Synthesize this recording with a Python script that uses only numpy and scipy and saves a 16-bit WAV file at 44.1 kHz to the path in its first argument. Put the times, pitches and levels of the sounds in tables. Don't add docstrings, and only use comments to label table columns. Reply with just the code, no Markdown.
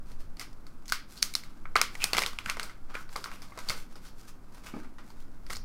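import sys
import numpy as np
from scipy import signal
from scipy.fft import rfft, irfft, next_fast_len
from scipy.io import wavfile
from scipy.ndimage import map_coordinates

SR = 44100
rng = np.random.default_rng(int(sys.argv[2]) if len(sys.argv) > 2 else 0)


def store_wav(level_fs):
    pcm = np.round(np.clip(np.atleast_2d(level_fs), -1, 1) * 32767)
    wavfile.write(sys.argv[1], SR, pcm.T.astype(np.int16))


N = 249076


def amp(db):
    return 10 ** (np.asarray(db) / 20)


def unit(x):
    return x / np.sqrt(np.mean(x ** 2) + 1e-20)


def along(points, hz):
    freqs_hz, values = np.transpose(points)
    return np.interp(np.log(hz + 1), np.log(freqs_hz + 1), values)


def curve(rows):
    return np.interp(np.arange(N) / SR, *np.transpose(rows))


def wobble(rate_hz):
    knots = rng.standard_normal(int(N * rate_hz / SR) + 4)
    return map_coordinates(knots, [np.arange(N) * rate_hz / SR])


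def filtered(x, response):
    size = next_fast_len(len(x) + SR // 2)
    return irfft(rfft(x, size) * response(np.fft.rfftfreq(size, 1 / SR)), size)[:len(x)]


def coloured(x, spectrum):
    return unit(filtered(x, lambda hz: amp(along(spectrum, hz))))


def minimum_phase(gain):
    cepstrum = irfft(np.log(np.maximum(gain, 1e-6)))
    half = len(cepstrum) // 2
    fold = np.r_[1, np.full(half - 1, 2), 1, np.zeros(half - 1)]
    return irfft(np.exp(rfft(cepstrum * fold)))


def add(track, start_s, sound):
    part = track[max(0, round(start_s * SR)):][:len(sound)]
    part += sound[:len(part)]


# freq_hz, t60_s
ROOM_DECAY = [(300, 0.57), (800, 0.13), (1400, 0.2946), (2200, 0.2836), (4500, 0.2657), (8000, 0.18),
              (15000, 0.2)]
# freq_hz, gain_db
ROOM_SPECTRUM = [(200, -2), (500, -4), (1000, 2.5), (1450, 1.5), (2000, -3.5), (2900, 1.5), (4000, -3.5),
                 (5000, -0.5), (9000, -1), (15000, 1)]

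def room_tail(build_s=0.0026):
    hz, t, noise = signal.stft(rng.standard_normal(SR // 2), SR, nperseg=256)
    gain = amp(along(ROOM_SPECTRUM, hz)[:, None] - 60 * t / along(ROOM_DECAY, hz)[:, None])
    tail = signal.istft(noise * gain, SR, nperseg=256)[1]
    tail *= 1 - np.exp(-(np.arange(len(tail)) / SR / build_s) ** 2)
    return tail / np.linalg.norm(tail)


def in_room(x, wet_db):
    wet = amp(wet_db) * signal.fftconvolve(x, room_tail())
    return wet + np.pad(x, (0, len(wet) - len(x)))


# freq_hz, density_db
RUMBLE_SPECTRUM = [(4, -16), (8, 3), (14, -7.5), (20, -18), (30, -24.5), (48, -27), (70, -35), (120, -33),
                   (200, -88)]
HISS_SPECTRUM = [(60, -80.5), (130, -0.5), (200, 2.5), (290, -0.5), (400, -9), (650, -13), (1000, -13),
                 (1350, -13.5), (2000, -23.5), (3000, -32.5), (8000, -33.5), (16000, -36.5)]
# time_s, gain_db
RUMBLE_DRIFT = [(0, 7.5), (0.7, 2), (1.3, 1), (1.6, 4.5), (3.0, 3.5), (4.2, 0.5), (5.15, 1), (5.64, 10.5)]

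def background(rumble_db=-41, hiss_db=-57):
    rumble = coloured(rng.standard_normal(N), RUMBLE_SPECTRUM + [(400, -120)])
    hiss = coloured(rng.standard_normal(N), HISS_SPECTRUM)
    return amp(rumble_db + curve(RUMBLE_DRIFT)) * rumble + amp(hiss_db) * hiss


# freq_hz, density_db
FILM_SPECTRUM = [(180, -42.5), (300, -3.5), (689, 4.5), (1480, 6), (1750, 1.5), (2280, -0.5), (2980, -6),
                 (4910, -2), (5430, -4.5), (13800, -12.5), (16000, -19)]
# peak_s, length_s, level_db, taut_db (slack film is dull, taut film bright)
FINGER_STROKES = [(0.1, 0.068, -64, 1), (0.208, 0.041, -63.5, 2), (0.413, 0.036, -52, -0.5),
                  (1.118, 0.05, -55.5, 12), (1.175, 0.038, -60, 10), (1.3, 0.17, -64, 10),
                  (1.51, 0.14, -69.5, -2), (2.06, 0.22, -48, 2), (2.2, 0.067, -44.5, 4.5),
                  (2.35, 0.063, -61, 2), (2.486, 0.067, -47.5, 0.5), (2.64, 0.1, -54.5, -5),
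                  (2.914, 0.041, -52.5, -9), (3.005, 0.052, -55.5, 5), (3.127, 0.058, -55, 3.5),
                  (3.22, 0.044, -56, 9), (3.335, 0.043, -57.5, 7), (3.46, 0.36, -66, 0.5),
                  (3.589, 0.042, -50.5, -15), (3.703, 0.091, -45, 0), (3.79, 0.079, -55.5, 6),
                  (3.92, 0.042, -60, 0), (4.06, 0.072, -57.5, 3), (4.2, 0.075, -63.5, 25),
                  (4.287, 0.037, -55, 8), (4.57, 0.11, -60, 1), (4.673, 0.054, -49.5, 1.5),
                  (4.78, 0.098, -55.5, -5), (5.09, 0.11, -67.5, 4), (5.201, 0.06, -66, 5),
                  (5.524, 0.049, -47.5, 10)]

def rustle(creases_per_s=600, spread_db=4, slide_db=-2, pivot_hz=3000, hold_db=-71.5, catch_db=2):
    t = np.arange(N) / SR
    sizes = amp(spread_db * np.minimum(rng.exponential(size=N), 3)) * rng.choice([-1, 1], N)
    ticks = unit(sizes * (rng.random(N) < creases_per_s / SR))
    film = coloured(ticks + amp(slide_db) * rng.standard_normal(N), FILM_SPECTRUM)
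    dull = filtered(film, lambda hz: 1 / (1 + (hz / pivot_hz) ** 2))
    bright = film - dull
    out = amp(hold_db) * film
    for peak_s, length_s, level_db, taut_db in FINGER_STROKES:
        pressure = np.exp(-((t - peak_s) / (length_s / 2)) ** 2)
        out += amp(level_db) * pressure * unit(dull * amp(-taut_db) + bright * amp(taut_db))
    catch = amp(catch_db * wobble(rate_hz=90))
    return in_room(catch * out, wet_db=-4)[:N]


# freq_hz, gain_db
SNAP_SPECTRUM = [(100, -7.5), (300, -5.5), (450, 2.5), (800, 1), (1300, 1), (2400, 1), (5000, 0.5),
                 (11000, -7), (16000, -15)]
PACKET_RESONANCES = [(600, -0.5), (1200, 3.5), (1700, -0.5), (2120, 5), (2600, -3), (3150, -2), (4200, 1.5),
                     (5700, 0), (7400, 0), (8600, 2), (10000, 0)]
# freq_hz, share
BASS_WEIGHT = [(450, 1), (800, 0.58), (1300, 0)]
BRIGHT_WEIGHT = [(1300, 0.1), (2400, 0.37), (5000, 0.86), (11000, 1.05)]

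def snap_colour_db(hz, bass_db, bright_db, facet_hz, air_hz=7440, air_db_per_octave=4, neutral_hz=3700):
    base_db = along(SNAP_SPECTRUM, hz) + along(PACKET_RESONANCES, hz)
    tone_db = bass_db * along(BASS_WEIGHT, hz) + bright_db * along(BRIGHT_WEIGHT, hz)
    air_shelf = hz ** 4 / (hz ** 4 + air_hz ** 4)
    return base_db + tone_db + air_db_per_octave * np.log2(facet_hz / neutral_hz) * air_shelf


# start_s, level_db, facet1_hz, facet2_hz, bass_db, bright_db, room_db
BUCKLES = [(0.1172, -52, 2200, 4400, 18, 7, -3.5), (0.3698, -50.5, 2760, 4300, -1, 1, -9),
           (0.3962, -36.5, 2140, 5260, -19, 7, -2.5), (0.4128, -39, 1430, 2170, -18, 5.5, -2),
           (0.53, -57, 1120, 5470, 20, 7, -12), (0.6673, -50.5, 1300, 4440, -5, 1, -5),
           (0.857, -53.5, 3300, 6000, -17, 3, 1), (0.881, -43.5, 4150, 6420, -16, 5, 1.5),
           (0.893, -41, 4270, 5680, -4, 3, -6), (0.8985, -39.5, 1450, 5930, -20, 0, -12),
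           (0.9223, -20.5, 1490, 4720, -17, -4, -6), (1.224, -34.5, 4400, 6050, 7, 17.5, 6.5),
           (1.2273, -17.5, 4600, 6300, -33, -4, -16), (1.3388, -37.5, 2300, 4160, -16, 12, -17),
           (1.3525, -21.5, 4210, 5600, -7, 5, -11), (1.4362, -46, 2120, 4030, -23, -1, -1.5),
           (1.655, -39, 1430, 2260, -8, -34, -7.5), (1.7557, -22, 2100, 2790, -6.5, -11.5, -0.5),
           (1.7583, -17, 1250, 1940, 0, -25, -8.5), (1.7646, -20.5, 2900, 4570, -28, -10.5, -9),
           (1.8151, -17, 1120, 2200, -10, 2, -8), (1.9531, -37, 1900, 2200, 0, -2.5, -15),
           (2.0415, -19.5, 4950, 9400, -5, 1, -10.5), (2.133, -22, 2670, 4450, -1.5, -7.5, -3.5),
           (2.1487, -29, 1180, 2240, 9, -4, -7), (2.1688, -26.5, 2450, 3140, -6, -2, -1.5),
           (2.1807, -24.5, 2420, 4770, 8, 1, -7), (2.1843, -20.5, 1180, 3240, 3.5, -4, -8.5),
           (2.191, -26.5, 2310, 5000, -1, 5, -15), (2.2204, -26.5, 2100, 3040, 3, -0.5, -8),
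           (2.227, -32, 1470, 2060, -21, 5, -7), (2.236, -27.5, 2030, 2600, -9, -6, -7.5),
           (2.2627, -27, 1130, 3170, -5.5, 1, -4.5), (2.332, -44, 1200, 1590, 2, -5, -18),
           (2.3877, -30.5, 2680, 3500, -13, -9.5, -8), (2.4604, -31.5, 1540, 2650, -30, -11, -9.5),
           (2.483, -39.5, 1540, 2240, -38, -13, 3), (2.4929, -32.5, 1180, 2360, -25, -21, -4),
           (2.4981, -25.5, 2350, 2600, -15, 0, -7), (2.57, -36.5, 1300, 2060, 12, -4, -3.5),
           (2.5969, -29.5, 1410, 2300, -13, -2.5, -5.5), (2.6307, -36, 4560, 8560, -6, -2, -1),
           (2.696, -44.5, 1510, 2210, -28, -9.5, -1), (2.9428, -44, 1150, 2180, -6, -7, 3),
           (2.953, -33, 1490, 2380, 4.5, -10.5, -16), (3.0924, -48.5, 1460, 4800, -4, -21, -20),
           (3.1579, -35, 1180, 2240, 3.5, -26, -2.5), (3.1617, -32.5, 1120, 4700, 8, 2, -4),
           (3.2419, -34, 1390, 4800, -2, -2, -2.5), (3.259, -36.5, 1150, 2430, -6, -38, -3),
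           (3.316, -42.5, 1440, 2450, 2, -11, -1), (3.42, -46, 1350, 5030, 5, 0, 3),
           (3.5208, -48.5, 1150, 2140, -11, -28, -1.5), (3.576, -40, 1060, 4640, 12, -3, -16),
           (3.589, -41, 1370, 2220, -3, 7, 0), (3.6878, -29.5, 4260, 4600, -14, 1, -2.5),
           (3.6974, -28, 1470, 4480, -22, -2.5, -4), (3.7032, -29, 1300, 2200, 6, 2, -6.5),
           (3.956, -49, 1460, 4900, 12, -2, 3.5), (4.8457, -52, 1400, 2350, 2.5, -12, -1),
           (4.9843, -48, 1040, 1800, 1.5, -10, 2.5), (5.1034, -50, 940, 4740, 9, -2, -7),
           (5.4657, -49.5, 1890, 4780, -6.5, -3, -5), (5.4996, -42, 1064, 1950, 3.5, -2.5, -7),
           (5.5041, -34.5, 1110, 1930, 7, 4, -4.5), (5.5087, -41.5, 1320, 1960, -12, -7, -2),
           (5.5303, -39, 1980, 5100, -23, -17, -15), (5.5337, -40.5, 2100, 7440, -4, 9, -12),
           (5.5516, -42, 3920, 4730, -21, -18, -13), (5.568, -40, 4700, 7350, -4, 0, -20)]

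def snaps(ring_db=10.5, ring_width=0.12, room_ring_db=4, slip_db=-13, size=2048):
    firm_db, firm_t60_s, doubling_db = -20.5, 0.0098, 28
    level_window_s = 0.005
    out, t, hz = np.zeros(N), np.arange(size) / SR, np.fft.rfftfreq(size, 1 / SR)
    for start_s, level_db, facet1_hz, facet2_hz, bass_db, bright_db, room_db in BUCKLES:
        t60_s = firm_t60_s * 2 ** ((firm_db - level_db) / doubling_db)
        push = amp(slip_db - 60 * t / t60_s) * rng.standard_normal(size)
        push[0] = rng.choice([-1, 1])
        colour_db = snap_colour_db(hz, bass_db, bright_db, facet2_hz)
        facets = sum(1 / (1 + ((hz / ring_hz - 1) / ring_width) ** 2)
                     for ring_hz in (facet1_hz, facet2_hz))
        ring = minimum_phase(amp(colour_db + ring_db * facets))
        direct = unit(signal.fftconvolve(push, ring)[:size])
        diffuse = unit(minimum_phase(amp(colour_db + room_ring_db * facets)))
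        gain = amp(level_db) * np.sqrt(level_window_s * SR / size)
        add(out, start_s, gain * direct)
        add(out, start_s, gain * amp(room_db) * signal.fftconvolve(diffuse, room_tail()))
    return out


# middle_s, half_length_s, pitch_hz, level_db
DRAGS = [(0.404, 0.013, 2020, -55), (1.177, 0.011, 4330, -48.5), (2.022, 0.015, 2426, -34.5),
         (2.961, 0.02, 1450, -42.5), (3.333, 0.017, 2480, -58), (4.074, 0.014, 4660, -58.5),
         (4.284, 0.011, 6230, -60), (4.672, 0.0084, 2360, -47.5), (5.558, 0.0068, 5030, -47)]

def scrunches(relative_width=0.18, skirt_db=-20, slips_per_s=2200):
    out, t = np.zeros(N), np.arange(-SR // 10, SR // 10) / SR
    for middle_s, half_length_s, pitch_hz, level_db in DRAGS:
        slips = rng.standard_normal(len(t)) * (rng.random(len(t)) < slips_per_s / SR)
        ring = unit(filtered(slips, lambda hz: resonance(hz, pitch_hz, relative_width * pitch_hz)))
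        chatter = ring + amp(skirt_db) * coloured(slips, FILM_SPECTRUM)
        swell = np.exp(-(t / half_length_s) ** 2)
        add(out, middle_s + t[0], in_room(amp(level_db) * chatter * swell, wet_db=-0.5))
    return out


def resonance(hz, centre_hz, width_hz):
    return 1j * hz * width_hz / (centre_hz ** 2 - hz ** 2 + 1j * hz * width_hz)


# start_s, level_db
JERKS = [(1.755, -32.5), (2.04, -33.5), (2.151, -26.5), (2.184, -31), (2.46, -26), (3.697, -28),
         (5.502, -39)]

def tugs(t60_s=0.073, attack_s=0.00033, gain_db=-8):
    puff_hz_db = [(25, 20.5), (70, 9.5), (185, 14.5), (330, -13), (900, -53), (2000, -83)]
    out, t = np.zeros(N), np.arange(SR // 5) / SR
    envelope = amp(-60 * t / t60_s) * (1 - np.exp(-t / attack_s))
    for start_s, level_db in JERKS:
        puff = coloured(rng.standard_normal(len(t)), puff_hz_db)
        add(out, start_s, in_room(amp(level_db + gain_db) * envelope * puff, wet_db=-31))
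    return out


# pitch_hz, mode_db, t60_s
LID_MODES = [(203, -12, .06), (250, 2, 0.081), (304, -1.5, 0.081), (374, -5, 0.061), (504, -11.5, 0.089),
             (620, -5, 0.051), (804, -7.5, 0.075), (1230, -7.5, 0.049), (1690, -17, 0.055),
             (2300, -9.5, 0.037)]
# start_s, level_db
LID_BUMPS = [(4.738, -31), (4.765, -33)]

def lid(gain_db=-4, attack_s=0.00093, scatter_db=1.1):
    out, t = np.zeros(N), np.arange(SR // 2) / SR
    attack = 1 - np.exp(-t / attack_s)
    for start_s, level_db in LID_BUMPS:
        ring = np.zeros(len(t))
        for pitch_hz, mode_db, t60_s in LID_MODES:
            decay = amp(mode_db + rng.normal(0, scatter_db) - 60 * t / t60_s)
            ring += decay * np.sin(2 * np.pi * pitch_hz * t)
        add(out, start_s, in_room(amp(level_db + gain_db) * ring * attack, wet_db=-5))
    return out


def scene():
    packet = snaps() + scrunches() + rustle() + tugs()
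    return (packet + lid() + background())[None]


def record(dry, dip_hz=1780, dip_width_hz=110, dip_share=0.32, top_hz=15850):
    def response(hz):
        dip = 1 - dip_share * resonance(hz, dip_hz, dip_width_hz)
        return dip / (1 + (hz / top_hz) ** 220)
    return np.array([filtered(channel, response) for channel in dry])


dry = scene()
out = record(dry)
store_wav(out)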